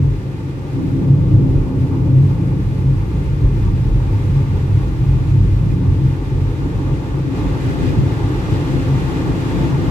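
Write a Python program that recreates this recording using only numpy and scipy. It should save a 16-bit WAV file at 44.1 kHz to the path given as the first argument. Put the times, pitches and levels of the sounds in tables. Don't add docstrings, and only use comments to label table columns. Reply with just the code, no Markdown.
import sys
import numpy as np
from scipy import signal
from scipy.fft import rfft, irfft, next_fast_len
from scipy.io import wavfile
from scipy.ndimage import uniform_filter1d, minimum_filter1d

SR = 44100
rng = np.random.default_rng(int(sys.argv[2]) if len(sys.argv) > 2 else 0)


def dump_mix(stems):
    frames = np.atleast_2d(stems).T
    limited = np.clip(frames, -1, 1)
    pcm = np.round(limited * 32767).astype(np.int16)
    wavfile.write(sys.argv[1], SR, pcm)


N = 436590

# (pitch [Hz], width [Hz], left over right [dB], side level [dB])
BODY_PARTS = [(48.5, 33.5, 0, -22), (72.8, 12, -2.5, -8.5), (101.1, 38, -0.5, -18), (134.9, 13.9, 0.5, -21),
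              (185.4, 68, 0, -16.5), (244.8, 16, 3, -11.5), (299.3, 43, -2.5, -10.5),
              (165.5, 18.7, 0.5, -18.5), (332.6, 34, 1.5, -11)]
# (level [dB], evenness [0-1], long waves [x], ripples [x], grain [x])
SHAKE_RESPONSE = [(-26, 0.2, 1.06, 0.01, 0.05), (-32, 0.9, 0.31, 0.13, 0), (-22.5, 0.11, 0.46, 0.54, 0.06),
                  (-24.5, 0.74, 0.01, 0.77, 0), (-32.5, 0, 0.01, 0.77, 0.3), (-41.5, 0.5, 0.01, 0.01, 1.1),
                  (-34.5, 0.2, 0.01, 0.01, 1.05), (-36.5, 0.2, 0.01, 0.9, 0.9),
                  (-37, 0.1, 0.01, 0.01, 0.97)]
# (time [s], long waves [dB], ripples [dB], grain [dB])
ROAD_ROUGHNESS = [(0, -22.5, -24, -25.5), (.15, -26, -23.5, -35), (.35, -34.5, -23.5, -32),
                  (.72, -34.5, -23.5, -37.5), (.78, -29, -19.5, -21.5), (1.0, -34.5, -13, -24),
                  (1.2, -27, -13, -21.5), (1.4, -33, -12.5, -19.5), (1.6, -22, -17, -24.5),
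                  (1.75, -31.5, -17, -25.5), (2.0, -27.5, -15.5, -20), (2.3, -23, -12.5, -25.5),
                  (2.62, -25, -15.5, -22.5), (2.7, -27.5, -15, -37.5), (3.0, -19.5, -20.5, -24),
                  (3.3, -19.5, -16, -32.5), (3.6, -19, -14.5, -24.5), (3.9, -18, -18, -31),
                  (4.5, -20.5, -16, -32.5), (5.0, -17, -17.5, -27.5), (5.6, -19.5, -13, -29),
                  (6.08, -22, -15, -27), (6.2, -22, -24.5, -28.5), (6.45, -26, -27, -30),
                  (6.7, -23, -20, -26.5), (7.2, -27, -27.5, -25.5), (7.3, -23, -22, -23.5),
                  (7.6, -24, -21, -27.5), (7.9, -26, -22.5, -23.5), (8.4, -24, -22.5, -24),
                  (8.9, -25.5, -24.5, -25), (9.4, -30.5, -24.5, -22), (9.9, -23.5, -25, -24.5)]
# (time [s], half-width [s], cabin air [dB], floor pan [dB], roof [dB])
BUMPS = [(0.005, 0.05, -31, -14, -10), (0.089, 0.055, -18, -19.5, -14.5), (0.954, 0.07, -21.5, -18, -28),
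         (1.117, 0.044, -41, -17, -9), (1.372, 0.15, -20, -14, -15.5), (1.55, 0.067, -13, -14.5, -17),
         (1.82, 0.046, -37, -13, -16.5), (2.07, 0.031, -32, -18, -29), (2.2, 0.074, -29, -30, -8.5),
         (2.665, 0.055, -30, -15.5, -24), (2.89, 0.086, -26, -22, -15), (3.442, 0.019, -7, -13, -35),
         (3.873, 0.13, -13, -34, -16), (4.373, 0.047, -36, -24, -13.5), (4.664, .04, -25, -25, -20),
         (4.74, 0.027, -26, -36, -25), (5.1, 0.096, -26, -13.5, -18), (5.34, 0.13, -19, -24, -14.5),
         (5.897, 0.033, -16, -9, -23), (6.026, 0.055, -35, -28, -12.5), (6.397, 0.11, -30, -18, -21.5),
         (6.898, 0.09, -35, -28, -22), (7.19, 0.056, -33, -37, -15), (7.672, 0.052, -35, -21, -37),
         (8.01, 0.11, -28, -17, -25), (8.658, 0.013, -21, -32, -19), (8.908, 0.12, -34, -43, -17),
         (9.746, 0.013, -32, -12, -11)]
BUMPED_PARTS = [0, 2, 3]
# (frequency [Hz], relative level [dB])
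DRUM_COLOUR = [(15, -43.5), (25, -28), (108, -8.5), (130, -4.5), (153, -4.5), (217, -21.5), (279, -10),
               (321, -13.5), (410, -15.5), (470, -20.5), (522, -21), (626, -30), (700, -30.5), (910, -58),
               (1540, -120)]
RUSH_COLOUR = [(420, -36.5), (590, -5), (660, 4), (760, -0.5), (1000, -8), (1300, -6), (1900, -46.5)]
ROAR_COLOUR = [(350, -37), (600, -9), (690, -17.5), (780, -4), (891, -2.5), (1020, -10), (1140, -6.5),
               (1200, -6), (1290, -15.5), (1500, -12.5), (1950, -44.5), (3300, -120)]
HISS_COLOUR = [(740, -34.5), (1250, -1), (1560, -1), (2090, -4), (2270, -7.5), (2470, -6), (3200, -7.5),
               (4000, -11), (5360, -16.5), (7340, -18.5), (9140, -24.5), (12500, -27.5), (14300, -29.5),
               (15300, -44.5)]
WIND_COLOUR = [(710, -30), (1200, -9.5), (1290, -2.5), (1550, -3), (2300, -7), (2420, -6.5), (3090, -10),
               (3480, -11.5), (7020, -20), (12600, -25.5), (15300, -28.5)]
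# (time [s], level [dB])
DRUM_LEVEL = [(0, -37.5), (.72, -38.5), (.77, -35.5), (1.18, -33), (1.4, -31), (2.15, -33.5), (2.7, -36),
              (3.5, -36.5), (4.5, -36.5), (5.54, -36), (6.2, -35.5), (7.0, -34), (7.3, -33), (7.66, -30.5),
              (7.9, -32), (8.8, -31.5), (9.9, -30)]
# (time [s], roar level [dB], hiss level [dB])
TREAD_LEVEL = [(0, -47, -51), (.72, -45.5, -52.5), (.8, -45, -52.5), (1.3, -44.5, -52), (2.0, -42.5, -56),
               (2.7, -44.5, -54.5), (4.0, -43, -50), (5.2, -42.5, -48), (5.7, -43.5, -52),
               (6.4, -43.5, -48), (7.3, -40, -46.5), (7.36, -40, -42), (7.6, -38, -41.5),
               (7.85, -39, -39.5), (8.05, -42, -42), (8.3, -36, -41), (8.6, -39.5, -41), (8.85, -38, -41.5),
               (9.1, -38, -40.5), (9.4, -37.5, -40), (9.65, -38, -40.5), (9.9, -38, -41)]
# (time [s], level [dB])
TYRE_HUM_LEVEL = [(0.0, -35), (0.72, -45.5), (0.8, -21.5), (1.27, -33.5), (1.9, -25.5), (3.36, -44),
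                  (3.53, -40), (3.61, -37), (5.68, -39), (5.76, -29), (6.56, -40), (6.67, -20), (6.7, -44),
                  (7.22, -40), (7.28, -27), (8.63, -35.5), (8.8, -21), (8.88, -35), (9.73, -27),
                  (9.76, -47), (9.87, -32), (9.9, -42)]
# (time [s], length [s], level [dB])
VENT_PUFFS = [(0.769, 0.073, -27), (1.65, 0.061, -27), (3.69, 0.054, -26), (5.388, .1, -29),
              (5.697, .06, -22), (6.8, 0.076, -23), (7.45, 0.074, -19), (7.7, 0.07, -19),
              (7.85, 0.16, -15.5), (8, 0.04, -13), (8.506, 0.097, -21.5), (8.76, 0.085, -15.5),
              (9.004, 0.2, -23), (9.3, 0.11, -24), (9.573, 0.089, -15.5), (9.714, 0.079, -20),
              (9.86, 0.082, -17)]
# (time [s], level [dB])
WIND_LEVEL = [(0.0, -53), (3.2, -48.5), (5.6, -49.5), (9.9, -60)]
# (frequency [Hz], width [Hz], gain [dB])
DASH_ECHOES = [(682, 47, -2), (880, 35, 2.5), (1372, 20, 4), (1790, 20, 2.5), (2080, 45, 4.5),
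               (2434, 44, 6), (3100, 68, -4), (4530, 61, 1.5), (4660, 60, -3.5), (4860, 70, 4),
               (5670, 100, 1)]
# (frequency [Hz], likeness [-1 to 1])
LIKENESS = [(60, 0.94), (450, 0.85), (530, 1), (630, -0.19), (750, 0.31), (900, 0.74), (1070, 0.78),
            (1270, -0.52), (1520, -0.69), (1810, -0.19), (2150, 0.095), (2700, 0.57), (3400, -0.031),
            (4300, 0.22), (5400, 0.085), (6800, -0.1), (8500, .02)]
# (frequency [Hz], left over right [dB])
BALANCE = [(35, 0), (60, -2.5), (110, 3.5), (200, 0), (380, 2), (690, 2), (1280, 1), (2360, 0.0),
           (4360, -1.5), (8040, 0.5), (14800, -1.5)]
# (frequency [Hz], phase lead [radians])
LEFT_LEADS = [(60, .22), (450, .12), (1100, .3), (1400, -.22), (1750, 0.05), (2200, .7), (2750, .95),
              (3450, 2.3), (4300, 2.7), (5400, 4.8), (6800, 7.5)]


def body_boom(road_db):
    out, t = np.zeros((2, N)), np.arange(N) / SR
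    wander_db = 1.6
    gains = [from_db(db + np.dot(shares, road_db) + wander_db * drift(3.3))
             for db, _, *shares in SHAKE_RESPONSE]
    for time, half_width, *swell_db in BUMPS:
        near = slice(max(int((time - 3 * half_width) * SR), 0), int((time + 3 * half_width) * SR))
        swell = np.exp(-((t[near] - time) / half_width) ** 2)
        for part, db in zip(BUMPED_PARTS, swell_db):
            gains[part][near] = np.hypot(gains[part][near], from_db(db) * swell)
    for (hz, width_hz, lean_db, side_db), (_, evenness, *_), gain in zip(BODY_PARTS, SHAKE_RESPONSE, gains):
        out += gain * stereo_ring(hz, width_hz, evenness, lean_db, side_db)
    return out


def rolling_tyres(grain_db):
    drum_db, = in_time(DRUM_LEVEL)
    roar_db, hiss_db = in_time(TREAD_LEVEL)
    rush_db = -51 + .43 * grain_db + 1.01 * (hiss_db - hiss_db.mean())
    drum = from_db(drum_db) * cabin_noise(DRUM_COLOUR, (360, 600), flicker_db=.68)
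    rush = from_db(rush_db) * cabin_noise(RUSH_COLOUR, (550, 1300), flicker_db=.6)
    roar = from_db(roar_db) * cabin_noise(ROAR_COLOUR, (700, 1300), flicker_db=.8)
    hiss = from_db(hiss_db) * cabin_noise(HISS_COLOUR, (1500, 6000), flicker_db=.45)
    return drum + rush + roar + hiss


def tyre_hum():
    level_db, = in_time(TYRE_HUM_LEVEL)
    return from_db(level_db) * stereo_ring(hz=266.3, width_hz=11.3, evenness=.32, lean_db=3.5, side_db=-7.5)


def vent_draught():
    t = np.arange(N) / SR
    puffs = sum(from_db(db) * np.exp(-2 * ((t - time) / length) ** 2) for time, length, db in VENT_PUFFS)
    low_band = signal.butter(2, (50, 160), "band", fs=SR, output="sos")
    rumble = signal.sosfilt(low_band, rng.standard_normal((2, N)))
    return puffs * rms_one(rumble) * from_db([[0], [-6]])


def wind():
    level_db, = in_time(WIND_LEVEL)
    return from_db(level_db) * cabin_noise(WIND_COLOUR, (1200, 15000), flicker_db=.6)


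def ring(hz, width_hz, evenness):
    step, warm_up = 20, 2000
    count = N // step + warm_up + 2
    memory = np.exp(-step * np.pi * width_hz / SR)
    swing = rng.standard_normal(count) + 1j * rng.standard_normal(count)
    for _ in range(3):
        swing = signal.lfilter([1 - memory], [1, -memory], swing)
    swing = swing[warm_up:]
    strength = np.sqrt(rms_one(np.abs(swing)) ** 2 + .05)
    swing = np.interp(np.arange(N) / step, np.arange(len(swing)), swing / strength ** evenness)
    tone = np.exp(2j * np.pi * hz * np.arange(N) / SR)
    return rms_one(np.real(swing * tone))


def stereo_ring(hz, width_hz, evenness, lean_db, side_db):
    shared = ring(hz, width_hz, evenness)
    side = from_db(side_db) * ring(hz, width_hz, evenness=0)
    return from_db([[lean_db / 2], [-lean_db / 2]]) * (shared + side * [[1], [-1]])


def cabin_noise(colour, band_hz, flicker_db):
    size = next_fast_len(N)
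    hz = np.maximum(np.arange(size // 2 + 1) * SR / size, 1)
    echo_db = sum(db / (1 + (2 * (hz - centre) / width) ** 2) for centre, width, db in DASH_ECHOES)
    shared, side = rfft(rng.standard_normal((2, size))) * from_db(at_hz(colour, hz) + echo_db)
    alike = at_hz(LIKENESS, hz)
    lean = from_db(at_hz(BALANCE, hz) / 2 * np.array([[1], [-1]]))
    pair = lean * (np.sqrt(1 + alike) * shared + np.sqrt(1 - alike) * side * [[1], [-1]])
    in_band = (hz > band_hz[0]) & (hz < band_hz[1])
    pair /= np.std(irfft(pair.mean(axis=0) * in_band, size))
    octave_angle = np.pi / 2 * np.log2(hz)
    slow_flicker = 1.7 * drift(5)
    return sum(from_db(flicker_db * (slow_flicker + drift(23))) * irfft(pair * share ** 2, size)[:, :N]
               for share in (np.sin(octave_angle), np.cos(octave_angle)))


def drift(rate_hz):
    step, warm_up = 40, 2000
    memory = np.exp(-2 * step * np.pi * rate_hz / SR)
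    noise = rng.standard_normal(N // step + warm_up + 2)
    smooth = signal.lfilter([1], [1, -2 * memory, memory * memory], noise)[warm_up:]
    return np.interp(np.arange(N) / step, np.arange(len(smooth)), rms_one(smooth))


def from_db(db):
    return 10 ** (np.asarray(db) / 20)


def rms_one(x):
    return x / np.sqrt(np.mean(x ** 2) + 1e-20)


def in_time(rows):
    times, *columns = np.transpose(rows)
    return [np.interp(np.arange(N) / SR, times, column) for column in columns]


def at_hz(rows, hz):
    frequencies, values = np.transpose(rows)
    return np.interp(np.log(hz), np.log(frequencies), values)


def scene():
    road_db = np.array(in_time(ROAD_ROUGHNESS))
    road_db -= road_db.mean(axis=1, keepdims=True)
    return body_boom(road_db) + tyre_hum() + rolling_tyres(road_db[-1]) + wind() + vent_draught()


def record(dry):
    fade_in_s, release_db_per_s, top_hz = .002, 60, 15430
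    sound = dry * np.sin(np.pi / 2 * np.minimum(np.arange(N) / (fade_in_s * SR), 1)) ** 2
    sound = signal.sosfilt(signal.butter(6, 36, "high", fs=SR, output="sos"), sound)
    size = next_fast_len(N + SR)
    hz = np.maximum(np.arange(size // 2 + 1) * SR / size, 1)
    phase_shift = np.exp(.5j * at_hz(LEFT_LEADS, hz) * [[1], [-1]])
    sound = irfft(rfft(sound, size) * phase_shift, size)[:, :N]
    over_db = np.maximum(20 * np.log10(np.abs(sound).max(axis=0) + 1e-9), 0)
    release_db = release_db_per_s * np.arange(N) / SR
    gain_db = minimum_filter1d(release_db - np.maximum.accumulate(over_db + release_db), size=257)
    gain_db = uniform_filter1d(uniform_filter1d(gain_db, size=129), size=129)
    treble_cut = signal.ellip(12, .3, 95, top_hz, fs=SR, output="sos")
    return signal.sosfilt(treble_cut, sound * from_db(gain_db))


dry = scene()
out = record(dry)
dump_mix(out)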